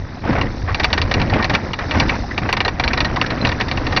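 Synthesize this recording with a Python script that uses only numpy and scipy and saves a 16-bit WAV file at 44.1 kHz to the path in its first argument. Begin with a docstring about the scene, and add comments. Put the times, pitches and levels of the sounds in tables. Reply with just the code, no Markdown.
"""A wooden wagon, drawn by two horses off a road onto a gravel track, heard from the seat.
The loose hitch and its chains clack hard one way and knock back more dully. Wheels crunch grit;
bumps rumble the boards and jolts boom the bed. Hooves, stones and fittings clop,
harness chains shiver, and wind buffets the microphone."""
import sys
import numpy as np
from scipy import signal
from scipy.fft import rfft, irfft
from scipy.io import wavfile

SR = 44100
rng = np.random.default_rng(int(sys.argv[2]) if len(sys.argv) > 2 else 0)


def wav_out(sig):
    """Save sig, one row per channel (or a flat mono array), as 16-bit PCM at SR to the path in sys.argv[1]."""
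    wavfile.write(sys.argv[1], SR, np.round(np.clip(np.atleast_2d(sig).T, -1, 1) * 32767).astype(np.int16))


N = 176400

# Levels are relative; each source adds its own offset.
# bumps in the track: start_s, length_s, rumble_db, crunch_db
BUMPS = [(0.237, 0.062, -26, -24.5), (0.288, 0.017, -15, -24), (0.35, 0.043, -20.5, -21),
         (0.428, 0.044, -21.5, -32.5), (0.674, 0.037, -60, -24), (1.141, 0.086, -18.5, -27),
         (1.238, 0.071, -24, -33.5), (1.318, 0.05, -18, -20), (1.38, 0.024, -21, -19),
         (1.495, 0.07, -23, -25.5), (1.795, 0.046, -45, -26.5), (1.935, 0.051, -24, -22),
         (2.007, 0.024, -23.5, -24), (2.118, 0.035, -26, -23.5), (2.414, 0.053, -24.5, -26),
         (3.303, 0.09, -34, -28.5), (3.42, 0.078, -19, -26.5)]
# hooves, stones and harness fittings: start_s, pitch_hz, level_db
CLOPS = [(0.169, 710, -34), (1.55, 1480, -21), (2.091, 2550, -15), (2.234, 810, -21), (2.308, 1970, -23),
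         (2.663, 573, -15.5), (2.904, 1820, -21), (3.171, 1066, -21), (3.238, 1680, -22.5)]
# blows of the hitch, dull and hard: start_s, iron_db, wood_db
KNOCKS = [(0.327, -37, -16.5), (0.797, -19, -11), (0.832, -21, -18), (0.901, -31.5, -23),
          (0.977, -19, -12.5), (1.112, -20, -12), (1.197, -29, -15.5), (1.297, -27.5, -22),
          (1.424, -22, -16.5), (1.496, -21, -11.5), (1.537, -23.5, -12), (1.788, -30.5, -15.5),
          (2.083, -30, -26), (2.489, -29, -11.5), (2.567, -23, -15), (2.649, -23, -13.5),
          (2.837, -18.5, -15.5), (2.974, -21.5, -14.5), (3.046, -21.5, -14.5), (3.16, -26, -14.5),
          (3.262, -25.5, -28), (3.303, -26, -18), (3.469, -20.5, -18), (3.489, -24.5, -24),
          (3.599, -28, -16), (3.682, -27, -21), (3.923, -28, -16), (3.963, -17, -15)]
CLACKS = [(0.4125, -17.5, -17.5), (0.745, -15, -17), (0.8431, -11, -9.5), (0.929, -10, -12.5),
          (1.0159, -13, -17), (1.1399, -13.5, -16), (1.2155, -17.5, -17.5), (1.3362, -18.5, -18),
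          (1.4437, -13.5, -13.5), (1.55, -12, -17.5), (1.7329, -17, -18.5), (1.9104, -15, -20.5),
          (1.9992, -9.5, -13.5), (2.094, -17.5, -18), (2.378, -15, -13), (2.527, -13, -11.5),
          (2.604, -13, -12), (2.6795, -15, -14), (2.797, -14, -13.5), (2.8775, -14, -20),
          (2.9323, -13.5, -13), (3.004, -11.5, -14), (3.2138, -14, -13.5), (3.4498, -13.5, -15),
          (3.517, -19, -15), (3.6098, -14, -15.5), (3.7133, -16.5, -18.5), (3.7728, -18.5, -20),
          (3.867, -19, -17.5), (3.971, -13, -12)]
# hitch resonances: pitch_hz, level_db, t60_s
HITCH_MODES = [(747, -8, 0.086), (941.5, -9, 0.07), (1093, -8.5, 0.061), (1223, -6.5, 0.032),
               (1534, -13.5, 0.059), (1858, -4.5, 0.049), (1914, -11.5, 0.016), (2326, -2.5, 0.046),
               (2434, -6, 0.023), (2854, -0.5, 0.025), (3570, -12.5, 0.037), (4070, -9, 0.045),
               (4538, -6.5, .04), (5705, -15, 0.061)]
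# strikes on single links and on the wagon bed: start_s, level_db
LINK_PINGS = [(2.649, -15), (2.84, -17.5), (3.055, -20), (3.414, -17.5)]
BED_THUDS = [(0.637, -10.5), (0.711, -10), (1.05, -10.5), (1.165, -8.5), (1.319, -9.5), (1.547, -16.5),
             (1.952, -10.5), (3.48, -18), (3.909, -12)]
# envelopes of wheels, wind and chains: time_s, level_db
ROLLING_LEVEL = [(0, -35.5), (.22, -35), (.3, -24), (.6, -34), (.78, -28), (1.05, -26.5), (1.46, -27.5),
                 (1.68, -27), (1.77, -35), (1.84, -30), (1.98, -20), (2.25, -32), (2.66, -27.5),
                 (2.76, -31), (2.85, -24), (3.57, -27), (4, -24.5)]
WIND_LEVEL = [(0, -26), (.14, -34), (.4, -23.5), (.58, -30), (.9, -26), (1.2, -24.5), (1.68, -28),
              (1.77, -36.5), (1.86, -28.5), (1.97, -21), (2.3, -29), (3.05, -25.5), (3.3, -29), (4, -23.5)]
SHIVER_LEVEL = [(0, -51), (.6, -44.5), (1.1, -44), (1.48, -45), (1.66, -44), (1.77, -48), (1.95, -37),
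                (2.25, -42), (2.75, -50.5), (2.85, -46), (4, -41.5)]
# spectra of gravel, boards, wind and harness chains: freq_hz, density_db
CRUNCH_SPECTRUM = [(250, -14.5), (520, -3), (720, -1), (1400, -6), (1850, -5), (2300, -10), (3050, -19.5),
                   (4300, -26), (5700, -26), (6500, -47.5)]
RUMBLE_SPECTRUM = [(60, -12.5), (110, 2), (170, -3), (265, -1), (340, -4.5), (420, -10.5), (540, -8.5),
                   (800, -34.5)]
WIND_SPECTRUM = [(15, -8), (27, 1), (50, 1), (86, 3.5), (110, -3.5), (150, -10), (250, -15.5), (600, -53.5)]
SHIVER_SPECTRUM = [(3000, -7.5), (3700, -1.5), (5600, -2), (6500, -7.5)]
# dense ring of the hitch's chain, wood and iron: freq_hz, density_db
CHAIN_SPECTRUM = [(1500, 1), (2200, 4), (2800, -5), (3100, -5), (3650, 5), (4900, -2), (5600, -3.5),
                  (6400, -33.5)]
WOOD_SPECTRUM = [(300, -5), (520, -2), (1100, -2), (1380, -5.5), (1600, -4), (1900, 1.5), (2300, -9),
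                 (3000, -14)]
IRON_SPECTRUM = [(1500, -26), (2250, 1), (2800, 3.5), (3050, -20.5), (3400, -4.5), (4550, -6),
                 (5100, -10.5), (5650, -11.5), (6400, -25.5)]


def from_db(db):
    """Decibels to gain."""
    return 10 ** (np.asarray(db) / 20)


def rms_one(x):
    """Scale to rms 1."""
    return x / np.sqrt(np.mean(x ** 2) + 1e-20)


def level(rows):
    """Gain curve from rows of time_s, level_db."""
    return from_db(np.interp(np.arange(N) / SR, *np.transpose(rows)))


def colour(x, spectrum):
    """Shape by rows of freq_hz, density_db; 12 dB/octave skirts; rms 1."""
    hz, db = np.transpose(spectrum)
    bins_hz = np.maximum(np.fft.rfftfreq(N, 1 / SR), 1)
    gain = from_db(np.interp(np.log(bins_hz), np.log(hz), db))
    skirts = np.minimum(1, bins_hz / hz[0]) * np.minimum(1, hz[-1] / bins_hz)
    return rms_one(irfft(rfft(x) * gain * skirts ** 2, N))


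def noise(spectrum):
    """Coloured noise; rms 1."""
    return colour(rng.standard_normal(N), spectrum)


def bursts(starts_s, levels_db, hold_s, attack_s, t60_s):
    """Rise-hold-decay envelopes, summed in power."""
    power = np.zeros(N + SR)
    t = np.arange(SR // 2) / SR
    for start, hold, db in zip(starts_s, np.broadcast_to(hold_s, len(starts_s)), levels_db):
        rise = np.minimum(t / attack_s, 1)
        decay = np.exp(-np.log(1000) * np.maximum(t - hold, 0) / t60_s)
        power[int(start * SR):][:len(t)] += (from_db(db) * rise * decay) ** 2
    return np.sqrt(power[:N])


def ring(starts_s, gains, pitch_hz, t60_s):
    """One damped mode struck by clicks."""
    clicks = np.full(N + SR, 1e-18)
    np.add.at(clicks, (starts_s * SR).astype(int), gains)
    radius = np.exp(-np.log(1000) / (t60_s * SR))
    angle = 2 * np.pi * pitch_hz / SR
    return signal.lfilter([0, np.sin(angle)], [1, -2 * radius * np.cos(angle), radius ** 2], clicks[:N])


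def grains(rate_per_s, t60_cycles, low_hz, high_hz, pitches):
    """Small random impacts, each ringing at one of many pitches; rms 1."""
    out, slot_samples, spread_db = 0, 16, 3
    for hz in np.geomspace(low_hz, high_hz, pitches):
        chance, size, sign = rng.random((3, N // slot_samples))
        hits = np.flatnonzero(chance < rate_per_s * slot_samples / (pitches * SR))
        size_db = spread_db * np.minimum(-np.log(1 - size[hits]), 3.5)
        gains = np.sign(sign[hits] - .5) * from_db(size_db)
        out += hz * ring(hits * slot_samples / SR, gains, hz, t60_cycles / hz)
    return rms_one(out)


def wheels():
    """Grit cracks, sand crushes, boards rumble; harder at bumps. Stones give way in clumps."""
    starts_s, length_s, rumble_db, crunch_db = np.transpose(BUMPS)
    stones = grains(rate_per_s=2500, t60_cycles=22.3, low_hz=421, high_hz=5580, pitches=48)
    sand = from_db(-7.5) * noise(CRUNCH_SPECTRUM)
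    gravel = rms_one(colour(stones, CRUNCH_SPECTRUM) + sand)
    board_hits = grains(rate_per_s=900, t60_cycles=14.8, low_hz=102.7, high_hz=766, pitches=32)
    boards = colour(board_hits, RUMBLE_SPECTRUM)
    rolling = level(ROLLING_LEVEL)
    bump_shape = dict(hold_s=length_s, attack_s=0.0023, t60_s=0.12)
    crunch = np.hypot(from_db(-3.5) * rolling, bursts(starts_s, crunch_db, **bump_shape))
    rumble = np.hypot(rolling, bursts(starts_s, rumble_db, **bump_shape))
    clump_db = 1.43 * noise([(30, -0.5), (120, -11)])
    return rms_one(from_db(clump_db)) * (crunch * gravel + rumble * boards)


def wind():
    """Low, lumpy buffeting on the microphone."""
    lump_db = 1.5 * noise([(4, -7), (25, -6.5)])
    return from_db(2) * level(WIND_LEVEL) * rms_one(from_db(lump_db)) * noise(WIND_SPECTRUM)


def harness_chains():
    """Chains shiver with the ride; single links ring out."""
    starts_s, level_db = np.transpose(LINK_PINGS)
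    links = grains(rate_per_s=2000, t60_cycles=110, low_hz=3473, high_hz=6200, pitches=24)
    shiver = level(SHIVER_LEVEL) * colour(links, SHIVER_SPECTRUM)
    return shiver + ring(starts_s, from_db(level_db), pitch_hz=4080, t60_s=0.046)


def clops():
    """Hooves, stones and fittings: one short, hollow, narrow-band ring each."""
    out = np.zeros(N)
    for start_s, pitch_hz, level_db in CLOPS:
        envelope = bursts([start_s], [level_db], hold_s=0.0094, attack_s=0.0037, t60_s=0.045)
        out += envelope * noise([(pitch_hz / 1.85, -22), (pitch_hz, 0), (pitch_hz * 1.2, -22)])
    return out


def hitch_modes(starts_s, iron_db, wood_db, wood_lag_s, bounce_s, bounce_db, spread_db):
    """Blow and bounce strike each mode; wood answers late. Pitch shifts with the strike point."""
    wood_below_hz, detune_ratio = 2100, 0.0096
    out = np.zeros(N + SR)
    t = np.arange(SR // 10) / SR
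    for k, (mode_hz, mode_db, t60_s) in enumerate(HITCH_MODES):
        strength, lag, bounce, shift = rng.standard_normal((len(starts_s), 4)).T
        wooden = mode_hz < wood_below_hz
        blows_s = starts_s + wooden * wood_lag_s * (1 + np.tanh(lag))
        rebounds_s = blows_s + bounce_s * (1 + .5 * np.tanh(bounce))
        gains = (-1) ** k * from_db((wood_db if wooden else iron_db) + mode_db + spread_db * strength)
        pitches_hz = mode_hz * (1 + detune_ratio * shift)
        decay = np.exp(-np.log(1000) * t / t60_s)
        for blow_s, rebound_s, gain, hz in zip(blows_s, rebounds_s, gains, pitches_hz):
            tone = gain * decay * np.sin(2 * np.pi * hz * t)
            out[int(blow_s * SR):][:len(t)] += tone
            out[int(rebound_s * SR):][:len(t)] += from_db(bounce_db) * tone
    return out[:N]


def hitch_knocks():
    """Hitch and chain swing back: a softer, longer, woodier chatter."""
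    starts_s, iron_db, wood_db = np.transpose(KNOCKS)
    modes = hitch_modes(starts_s, iron_db - 0.5, wood_db - 3.5,
                        wood_lag_s=0.00256, bounce_s=0.0065, bounce_db=-6.5, spread_db=3)
    chain = bursts(starts_s, iron_db + 0.5, hold_s=0.0048, attack_s=0.002, t60_s=0.03)
    wood = bursts(starts_s, wood_db - 6, hold_s=0.009, attack_s=0.0012, t60_s=0.061)
    return modes + chain * noise(CHAIN_SPECTRUM) + wood * noise(WOOD_SPECTRUM)


def hitch_clacks():
    """Iron on iron: sudden crack, clear modes, short wooden tail."""
    starts_s, iron_db, wood_db = np.transpose(CLACKS)
    modes = hitch_modes(starts_s, iron_db - 0.8, wood_db + 0.5,
                        wood_lag_s=0.00206, bounce_s=0.0062, bounce_db=-14.5, spread_db=2.5)
    crack = bursts(starts_s, iron_db + 1, hold_s=0.00098, attack_s=0.0001, t60_s=0.0087)
    tail = bursts(starts_s, iron_db - 7, hold_s=0.0053, attack_s=0.00032, t60_s=0.048)
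    iron = np.hypot(crack, tail) * noise(IRON_SPECTRUM)
    wood = bursts(starts_s, wood_db - 7, hold_s=0.011, attack_s=0.002, t60_s=0.033)
    return dull_weak_blows(modes + iron, starts_s, iron_db) + wood * noise(WOOD_SPECTRUM)


def dull_weak_blows(x, starts_s, blow_db):
    """Blows below full strength lose treble."""
    crossover_hz, full_blow_db, slope_db_per_db = 4900, -11.5, 2.4
    filters = (signal.butter(2, crossover_hz, kind, fs=SR, output="sos") for kind in ("low", "high"))
    low, treble = (signal.sosfilt(np.tile(sos, (2, 1)), x) for sos in filters)
    treble_db = slope_db_per_db * np.minimum(blow_db - full_blow_db, 0)
    latest_blow = np.maximum(np.searchsorted(starts_s, np.arange(1, N + 1) / SR) - 1, 0)
    return low + from_db(treble_db)[latest_blow] * treble


def bed_thuds():
    """Jolts ring one low mode of the wagon bed."""
    starts_s, level_db = np.transpose(BED_THUDS)
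    return ring(starts_s, from_db(level_db), pitch_hz=88.3, t60_s=0.17)


def scene():
    """Mono mix at the seat."""
    hitch = hitch_clacks() + hitch_knocks()
    return (hitch + clops() + harness_chains() + bed_thuds() + wheels() + wind())[None]


def record(dry):
    """Microphone dulls treble and clips peaks; the hardest clacks clip again with a bright snap."""
    mic_top_hz, edge_hz, cutoff_hz, clip_level = 6040, 6550, 16000, .72
    dull = signal.sosfilt(signal.butter(6, mic_top_hz, fs=SR, output="sos"), dry)
    flattened = np.clip(dull, -clip_level, clip_level)
    narrow = signal.sosfilt(signal.ellip(10, .2, 70, edge_hz, fs=SR, output="sos"), flattened)
    snapped = np.clip(narrow, -clip_level, clip_level)
    return signal.sosfilt(signal.butter(20, cutoff_hz, fs=SR, output="sos"), snapped)


dry = scene()
out = record(dry)
wav_out(out)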